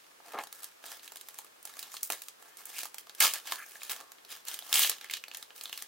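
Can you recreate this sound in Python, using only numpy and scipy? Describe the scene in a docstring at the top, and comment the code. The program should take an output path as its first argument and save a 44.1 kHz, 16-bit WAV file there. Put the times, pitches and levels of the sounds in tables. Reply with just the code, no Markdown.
"""Small room, stereo microphone close to two hands working thin decal sheets out of a plastic sleeve.
For three seconds the sheets slide softly with a grainy hiss, fingertips rub the film and creases pop over
with dry snaps that ring for a few cycles. The sleeve crumples loudly at 3.2 s and again at 4.7 s;
a run of small pops fills the last second. Faint room noise lies under it all."""
import sys
import numpy as np
from scipy import signal
from scipy.fft import rfft, irfft, next_fast_len
from scipy.io import wavfile
from scipy.ndimage import uniform_filter1d

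SR = 44100
rng = np.random.default_rng(int(sys.argv[2]) if len(sys.argv) > 2 else 0)


def put_to_file(sound):
    """Save the sound as 16-bit audio at rate SR, in the file named by the first command-line argument."""
    columns = np.atleast_2d(sound).T  # one column per channel
    safe = np.clip(columns, -1, 1)
    whole_steps = np.round(safe * 32767)
    wavfile.write(sys.argv[1], SR, whole_steps.astype(np.int16))


N = 258867

# pushes of the hands: start/s, rise/s, hold/s, relative friction level/dB, body lift/dB, treble lift/dB
PUSHES = [(0, 0.0033, 0.023, -58, -3, -2), (0.215, 0.062, .05, -49, 8.5, -3),
          (.335, 0.091, 0.0035, -48, 8, 0), (0.512, 0.0096, 0.084, -57.5, -1, 11),
          (0.618, 0.0083, 0.0046, -43, -3, 0), (0.819, 0.047, 0.076, -42, 1.5, -0.5),
          (1.019, 0.016, 0.0052, -45, -1.5, 0.5), (1.093, 0.031, 0.21, -55, -2, 2.5),
          (1.365, 0.013, 0.016, -48, -2, 3), (1.64, 0.018, 0.29, -49.5, 4.5, 0),
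          (1.773, 0.013, 0.042, -44.5, -4, -0.5), (1.903, 0.044, .01, -43, -8, 4),
          (2.026, 0.0032, 0.0051, -46, -2, 16), (2.102, 0.0029, 0.015, -35, 1, 1),
          (2.176, 0.032, 0.079, -55.5, -4, 7), (2.376, 0.043, .08, -56.5, 10, 4),
          (2.558, 0.031, 0.0081, -46.5, 5.5, 1), (2.651, 0.0062, 0.05, -47.5, 2, 3.5),
          (2.715, 0.051, .04, -36, -5.5, 0.5), (2.939, 0.053, 0.0056, -54, -6.5, 6.5),
          (3.154, 0.056, 0.0077, -41, 0.5, -0.5), (3.2, 0.0072, 0.033, -15.5, -9.5, -2.5),
          (3.304, .04, .02, -38, 1, -1), (3.451, 0.0082, 0.049, -36.5, -1.5, -4.5),
          (3.505, 0.008, .004, -34, 2.5, 2), (3.547, 0.038, 0.19, -51, 1.5, 3.5),
          (3.793, 0.019, 0.058, -42, -4.5, -2.5), (3.891, 0.0077, 0.0054, -32.5, -3, 0),
          (3.892, .02, 0.091, -49.5, 16.5, -3), (4.273, 0.037, 0.018, -38, -4, -2.5),
          (4.457, 0.022, 0.06, -35, -6, -2.5), (4.597, 0.11, 0.031, -41, 2.5, 1),
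          (4.737, 0.0052, .092, -21.5, -10, 1.5), (4.892, 0.0049, 0.0072, -29.5, -6, -9),
          (5.009, 0.0078, 0.03, -42, -4.5, -12.5), (5.093, 0.016, 0.029, -37, -9, -3.5),
          (5.297, 0.052, .06, -48.5, 1, -0.5), (5.546, 0.01, 0.1, -47.5, -0.5, 1.5),
          (5.714, 0.01, 0.1, -44, -7, -1.5)]
# sheets merely held never lie quite still: relative friction level/dB, body lift/dB, treble lift/dB
HELD_FRICTION = (-63.5, 7.9, -9.5)
# creases cracking over: t/s, level/dB, body lift/dB, treble lift/dB
CREASE_CRACKS = [(0.2027, -63, 26, -20), (0.388, -35.5, 11.5, -7.5), (.437, -40.5, 3, 2),
                 (0.4717, -43.5, -1, -2.5), (0.5269, -44.5, 4, 8), (.632, -50, -12, 11.5),
                 (0.6432, -42, -5, 10), (.84, -40.5, 5, -9), (0.8624, -48, 4, 8), (0.995, -45, -10, -9),
                 (1.078, -39, -10, -5), (1.1203, -45.5, 9, 5), (1.1585, -43, 4, 3.5),
                 (1.1705, -39.5, -33, -0.5), (1.2115, -41.5, -7, 1.5), (1.2861, -42.5, 2.5, 5.5),
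                 (1.3432, -49.5, -4, 6), (1.3876, -40, -5, 5.5), (1.446, -51, 8.5, 5),
                 (1.6283, -55.5, -6, 10), (1.653, -45.5, 6, 13), (1.6744, -43, -5, -2),
                 (1.7928, -37.5, -10, 4), (1.8282, -34.5, -7, -2), (1.9416, -45, 16.5, 7),
                 (1.968, -30, -18, -12), (2.0311, -39, -4, 17), (2.1018, -27, 7, 1.5),
                 (2.122, -30.5, -7, 3), (2.2196, -39, -8, 3.5), (2.2845, -37.5, -10, 1),
                 (2.5709, -54, 6, 14), (2.655, -52, 2, 17.5), (2.7896, -42.5, -6, 2),
                 (2.8327, -36.5, 2.5, 6.5), (2.8552, -41, 10.5, 6.5), (2.944, -39.5, 1.5, 2.5),
                 (2.983, -35.5, -10.5, 0.5), (3.0706, -50, 8, -3.5), (3.0956, -37.5, -2, -8),
                 (3.1495, -46, -7, 4), (3.2036, -26.5, -13, 13), (3.3368, -30, -9, 7.5),
                 (3.4716, -37, -20, -2.5), (3.5217, -24.5, -0.5, -4), (3.833, -40.5, 2.5, 7),
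                 (3.896, -28, -7, -7), (3.9169, -39, -6, 11.5), (4.119, -45, -1, 2.5),
                 (4.184, -45.5, -5, -19), (4.2495, -45, 1, -6), (4.3177, -43.5, -8.5, 2.5),
                 (4.4525, -51.5, 6.5, 9.5), (4.484, -31.5, -13, 2), (4.5422, -31.5, -21, 0.5),
                 (4.728, -15.5, -13.5, -5), (4.7407, -18, -18.5, -2.5), (4.794, -26.5, 1.5, 10),
                 (4.847, -17.5, -13, -25), (4.8963, -23.5, -6, 4.5), (5.371, -44.5, -14, 9.5),
                 (5.6365, -48.5, -10, 14.5), (5.7762, -34.5, -19.5, 0), (5.823, -38, 1.5, 5.5)]
# sleeve facets popping through: t/s, ring f/Hz, relative ring level/dB, crack level/dB, treble lift/dB
SLEEVE_POPS = [(1.389, 912, -47, -66, -15), (3.5221, 1027, -32, -30, -17), (3.7563, 1742, -46.5, -48, -21),
               (3.8183, 2403, -45.5, -39, -11), (4.5901, 3190, -40.5, -42, 9),
               (4.624, 3500, -45.5, -47, -8), (4.7568, 2840, -25, -27, 8), (4.8338, 3225, -24.5, -38, 1),
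               (5.0118, 2960, -45, -31.5, -13), (5.0443, 2070, -43, -38.5, -4.5),
               (5.0984, 2120, -38, -41, -3), (5.1107, 2700, -39, -34, 1.5),
               (5.1369, 2910, -42, -18.5, -11.5), (5.169, 2770, -51, -30.5, -9),
               (5.2389, 2570, -38.5, -34.5, -10.5), (5.2824, 4380, -46, -45.5, 1.5),
               (5.3143, 2830, -45.5, -33.5, -18.5), (5.3476, 3680, -53, -30.5, -6),
               (5.427, 3760, -44.5, -40, -1), (5.5055, 2920, -52, -48, -11),
               (5.611, 4160, -47.5, -36.5, -3), (5.6566, 3575, -35.5, -35, -9.5),
               (5.695, 2980, -48.5, -39, -4), (5.7282, 2830, -34, -30.5, -7)]
# fingertips and sheet edges dragging on the film: start/s, peak/s, end/s, f/Hz, width/Hz, level/dB
FILM_RUBS = [(0.336, 0.343, 0.387, 784, 790, -40.5), (0.367, 0.379, .416, 830, 676, -41.5),
             (0.37, 0.385, .418, 1700, 1400, -42), (0.428, 0.603, 0.74, 1540, 501, -65),
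             (2.096, 2.117, 2.15, 531, 377, -52), (2.38, 2.481, 2.63, 1685, 601, -67),
             (2.735, 2.787, 2.83, 2510, 800, -49), (3.208, 3.253, 3.29, 1201, 600, -36.5),
             (3.204, 3.234, 3.28, 4682, 416.3, -33.5), (3.565, 3.613, 3.648, 1570, 446.6, -47),
             (3.598, 3.627, 3.648, 2257, 500, -50), (3.95, 3.98, 4.14, 1113, 130.8, -61.5),
             (4.734, 4.8, 4.9, 3093, 1363, -33), (5.092, 5.151, 5.2, 3506, 1405, -47.5),
             (5.646, 5.643, 5.75, 3910, 894, -55)]
# colour of everything heard close by, with fixed humps near 1 kHz, 1.55 kHz and 2.9 kHz: f/Hz, level/dB
CLOSE_COLOUR = [(30, -26), (110, -27.5), (190, -23), (290, -12.5), (440, -7), (770, -3), (1020, 0),
                (1280, -3), (1550, 0.5), (2000, -3), (2900, -1), (5500, -1.5), (10000, -1.98),
                (15500, -2.1)]
# reach of the body lift, from a whole sheet bending: f/Hz, share/0..1
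BODY_SHARE = [(110, 0.7), (330, 0.78), (800, 1), (1300, 0.69), (2600, 0.02)]
# reach of the treble lift, from the fine edges: f/Hz, share/0..1
TREBLE_SHARE = [(3200, 0), (5500, 0.47), (8500, 0.98)]
# likeness of the two microphone ports for close sound: f/Hz, correlation/-1..1
CLOSE_LIKENESS = [(40, 0.8), (150, 0.75), (300, 1), (900, 0.92), (2600, 0.87), (5000, 0.61), (9000, 0.32),
                  (15000, 0.27)]
# decay of the small room: f/Hz, t60/s
ROOM_DECAY = [(150, 0.13), (600, 0.15), (2500, 0.13), (7000, 0.13), (15000, 0.074)]
# colour of room noise and microphone hiss: f/Hz, level/dB
FLOOR_COLOUR = [(25, -19), (130, -11.5), (250, -5), (450, 3), (750, 1.5), (1100, 2), (1600, 0),
                (2500, -2.5), (5000, -6), (10000, -8.5), (15500, -10)]
# likeness of that noise in the two ports: f/Hz, correlation/-1..1
FLOOR_LIKENESS = [(50, 0.18), (300, -0.1), (750, -0.76), (1200, -0.43), (2000, -0.33), (6000, 0.14),
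                  (15000, -0.11)]

LIGHT_PUSH_DB = -52  # friction of a light push; above it catches crowd together and crinkles grow
HAND_STEP = 64  # samples between readings of the hands' effort


def sliding(catches_per_s=600, crowd_slope=0.55, spread_db=4, catch_s=0.0019, hiss=0.75, patchy_db=2.5):
    """Sheet catches on sheet over a smooth hiss; each moment a different patch of film radiates."""
    grid = np.arange(0, N, HAND_STEP) / SR
    level_db, body_db, treble_db = handling(grid)
    effort_db = np.maximum(np.interp(np.arange(N) / SR, grid, level_db) - LIGHT_PUSH_DB, 0)
    crowding = from_db(crowd_slope * effort_db)  # harder work, denser catches
    sizes = from_db(spread_db * np.minimum(rng.exponential(1, N), 4))
    sizes *= rng.random(N) < crowding * catches_per_s / SR
    catch_power = signal.lfilter([1], [1, -np.exp(-2 / (catch_s * SR))], sizes ** 2 / crowding)
    friction = unit_rms(port_noise(N) * np.hypot(hiss, unit_rms(np.sqrt(catch_power))))
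    hz, t, spectra = signal.stft(friction, SR, nperseg=256, noverlap=192)
    patches = uniform_filter1d(rng.standard_normal(spectra.shape[1:]), size=4, axis=0)
    patches = unit_rms(uniform_filter1d(patches, size=12, axis=1))
    lift_db = sheet_lift(hz[:, None], np.interp(t, grid, body_db), np.interp(t, grid, treble_db))
    spectra *= from_db(np.interp(t, grid, level_db) + lift_db + patchy_db * patches)
    slide = signal.istft(spectra, SR, nperseg=256, noverlap=192)[1][:, :N]
    return panned(from_db(-3.5) * coloured(slide, CLOSE_COLOUR), left_db=-0.5)


def handling(t, settle_db_per_s=210):
    """Each push swells, holds and settles; gives friction level, body and treble in dB at times t."""
    start, rise, hold, level_db, body_db, treble_db = np.transpose(PUSHES)[:, :, None]
    settled_db = settle_db_per_s * np.maximum(t - start - rise - hold, 0)
    power = (np.clip((t - start) / rise, 0, 1) * from_db(level_db - settled_db)) ** 2
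    held_db, held_body_db, held_treble_db = HELD_FRICTION
    held_power = from_db(held_db) ** 2
    total = power.sum(0) + held_power
    body = ((power * body_db).sum(0) + held_power * held_body_db) / total
    treble = ((power * treble_db).sum(0) + held_power * held_treble_db) / total
    return 10 * np.log10(total), body, treble


def sheet_lift(hz, body_db, treble_db):
    """Wide bends add body, tight creases and edges add treble; gives dB at each frequency."""
    return body_db * lookup(BODY_SHARE, hz) + treble_db * lookup(TREBLE_SHARE, hz)


def snap(level_db, body_db, treble_db, ring_hz, ring_db, crack_s=0.00015, rattle_s=0.0031, ring_cycles=2.2):
    """A crease buckles: a sharp crack, waves rattling through the film, a few cycles of the freed facet."""
    size = 2048
    t = np.arange(size) / SR
    burst = unit_rms(port_noise(size) * (np.exp(-t / crack_s) + 0.91 * np.exp(-t / rattle_s)))
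    hz = abs(np.fft.fftfreq(size, 1 / SR))
    gain = from_db(lookup(CLOSE_COLOUR, hz) + sheet_lift(hz, body_db, treble_db))
    minimum_phase = np.exp(np.conj(signal.hilbert(np.log(gain))))  # keeps the attack sharp
    crack = np.fft.ifft(np.fft.fft(burst) * minimum_phase).real
    cycles = ring_hz * t
    swing = np.sin(2 * np.pi * cycles) * np.exp(-cycles / ring_cycles) * (1 - np.exp(-2 * cycles))
    ring = unit_rms(np.gradient(swing))  # a small facet radiates no bass
    sound = from_db(level_db) * crack + from_db(ring_db - 2) * ring
    sound *= np.sqrt(0.006 * SR / size)  # levels refer to a 6 ms span
    return panned(sound, left_db=-1.5)  # the hands work slightly right of the microphone


def crinkles(per_s=20, crowd_slope=0.4, light_db=-54, spread_db=3.5, low_hz=2200, high_hz=5000):
    """Small creases give way at random, oftener and stronger under a harder push; gives timed snap rows."""
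    gap, size, pitch = rng.random((260, 3)).T
    grid = np.arange(0, N, HAND_STEP) / SR
    rate = per_s * from_db(crowd_slope * (handling(grid)[0] - LIGHT_PUSH_DB))
    times = np.interp(np.cumsum(-np.log(1 - gap)), np.cumsum(rate) * grid[1], grid)
    push_db, body_db, treble_db = handling(times)
    scatter_db = spread_db * np.minimum(-np.log(1 - size), 2)
    level_db = light_db + 0.81 * (push_db - LIGHT_PUSH_DB) + scatter_db
    ring_hz = low_hz * (high_hz / low_hz) ** pitch
    return np.transpose([times, level_db, body_db, treble_db, ring_hz, level_db - 13])[times < grid[-1]]


def rub(start, peak, end, hz, width_hz, level_db, slips_per_s=1500):
    """A fingertip or sheet edge sticks and slips unevenly, driving one resonance of the taut film."""
    t = np.arange(start, end, 1 / SR)
    slips = (rng.standard_normal(SR) * (rng.random(SR) < slips_per_s / SR))[:len(t)]
    edges_hz = [max(hz - width_hz / 2, 100), hz + width_hz / 2]
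    resonance = signal.butter(2, edges_hz, "bandpass", fs=SR, output="sos")
    pressure = np.sqrt(np.interp(t, [start, peak, end], [0, 1, 0]))
    return panned(from_db(level_db) * pressure * unit_rms(signal.sosfilt(resonance, slips)), left_db=0)


def room(direct, desk_db=-11, desk_s=0.0025, tail_db=-10):
    """Quick reflections off desk and hands reach the microphone, then the short tail of the room."""
    size = SR // 2
    t = np.arange(size) / SR
    hz, frame_s, spectra = signal.stft(port_noise(size), SR, nperseg=256)
    spectra *= from_db(-60 * frame_s / lookup(ROOM_DECAY, hz)[:, None])
    tail = signal.istft(spectra, SR, nperseg=256)[1][:, :size] * (t > 0.007)
    desk = port_noise(size) * np.exp(-t / desk_s) * (t > 0.0015)
    echoes = (from_db(tail_db) * unit_rms(tail) + from_db(desk_db) * unit_rms(desk)) / np.sqrt(size)
    return signal.fftconvolve(direct, echoes, axes=1)[:, :N]


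def room_tone(level_db=-58.5):
    """Faint steady room noise and microphone hiss, wide around the ports."""
    return from_db(level_db) * unit_rms(coloured(port_noise(N, FLOOR_LIKENESS), FLOOR_COLOUR))


def port_noise(length, likeness=CLOSE_LIKENESS):
    """White noise as the microphone's two ports hear it, partly alike at each frequency."""
    size = next_fast_len(length, True)
    mid, side = rfft(rng.standard_normal((2, length)), size)
    correlation = lookup(likeness, np.fft.rfftfreq(size, 1 / SR))
    mid *= np.sqrt((1 + correlation) / 2)
    side *= np.sqrt((1 - correlation) / 2)
    return irfft(np.array([mid + side, mid - side]), size)[:, :length]


def coloured(x, colour):
    """Filters by a spectrum table."""
    size = next_fast_len(x.shape[-1], True)
    gain = from_db(lookup(colour, np.fft.rfftfreq(size, 1 / SR)))
    return irfft(rfft(x, size) * gain, size)[..., :x.shape[-1]]


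def lookup(table, hz):
    """Reads a table on a log-frequency axis."""
    table_hz, values = np.transpose(table)
    return np.interp(np.log(hz + 1), np.log(table_hz), values)


def from_db(db):
    """Decibels to gain."""
    return 10 ** (np.asarray(db) / 20)


def unit_rms(x):
    """Scales to rms 1."""
    return x / np.sqrt(np.mean(x ** 2) + 1e-20)


def panned(x, left_db):
    """Sets the left channel left_db above the right."""
    return x * from_db([[left_db / 2], [-left_db / 2]])


def add(mix, start, sound):
    """Mixes a stereo sound in from start, in seconds."""
    part = mix[:, max(round(start * SR), 0):][:, :sound.shape[1]]
    part += sound[:, :part.shape[1]]


def scene(pop_body_db=-41):
    """Sliding, creases, sleeve pops, rubs and crinkles close to the microphone, the room behind them."""
    sheets = sliding()
    for start, level_db, body_db, treble_db in CREASE_CRACKS:
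        add(sheets, start, snap(level_db, body_db, treble_db, ring_hz=3950, ring_db=level_db - 15.5))
    for start, ring_hz, ring_db, crack_db, treble_db in SLEEVE_POPS:
        body_db = pop_body_db - crack_db  # every pop shakes the whole sleeve about equally
        add(sheets, start, snap(crack_db, body_db, treble_db, ring_hz, ring_db))
    for start, *contact in FILM_RUBS:
        add(sheets, start, rub(start, *contact))
    floor = room_tone()
    for start, *crinkle in crinkles():
        add(sheets, start, snap(*crinkle))
    return sheets + room(sheets) + floor


def record(dry, cutoff_hz=16000):
    """The recorder's band limit."""
    lowpass = signal.firwin(301, cutoff_hz, window=("kaiser", 8), fs=SR)
    return signal.oaconvolve(dry, lowpass[None], "same")


dry = scene()
out = record(dry)
put_to_file(out)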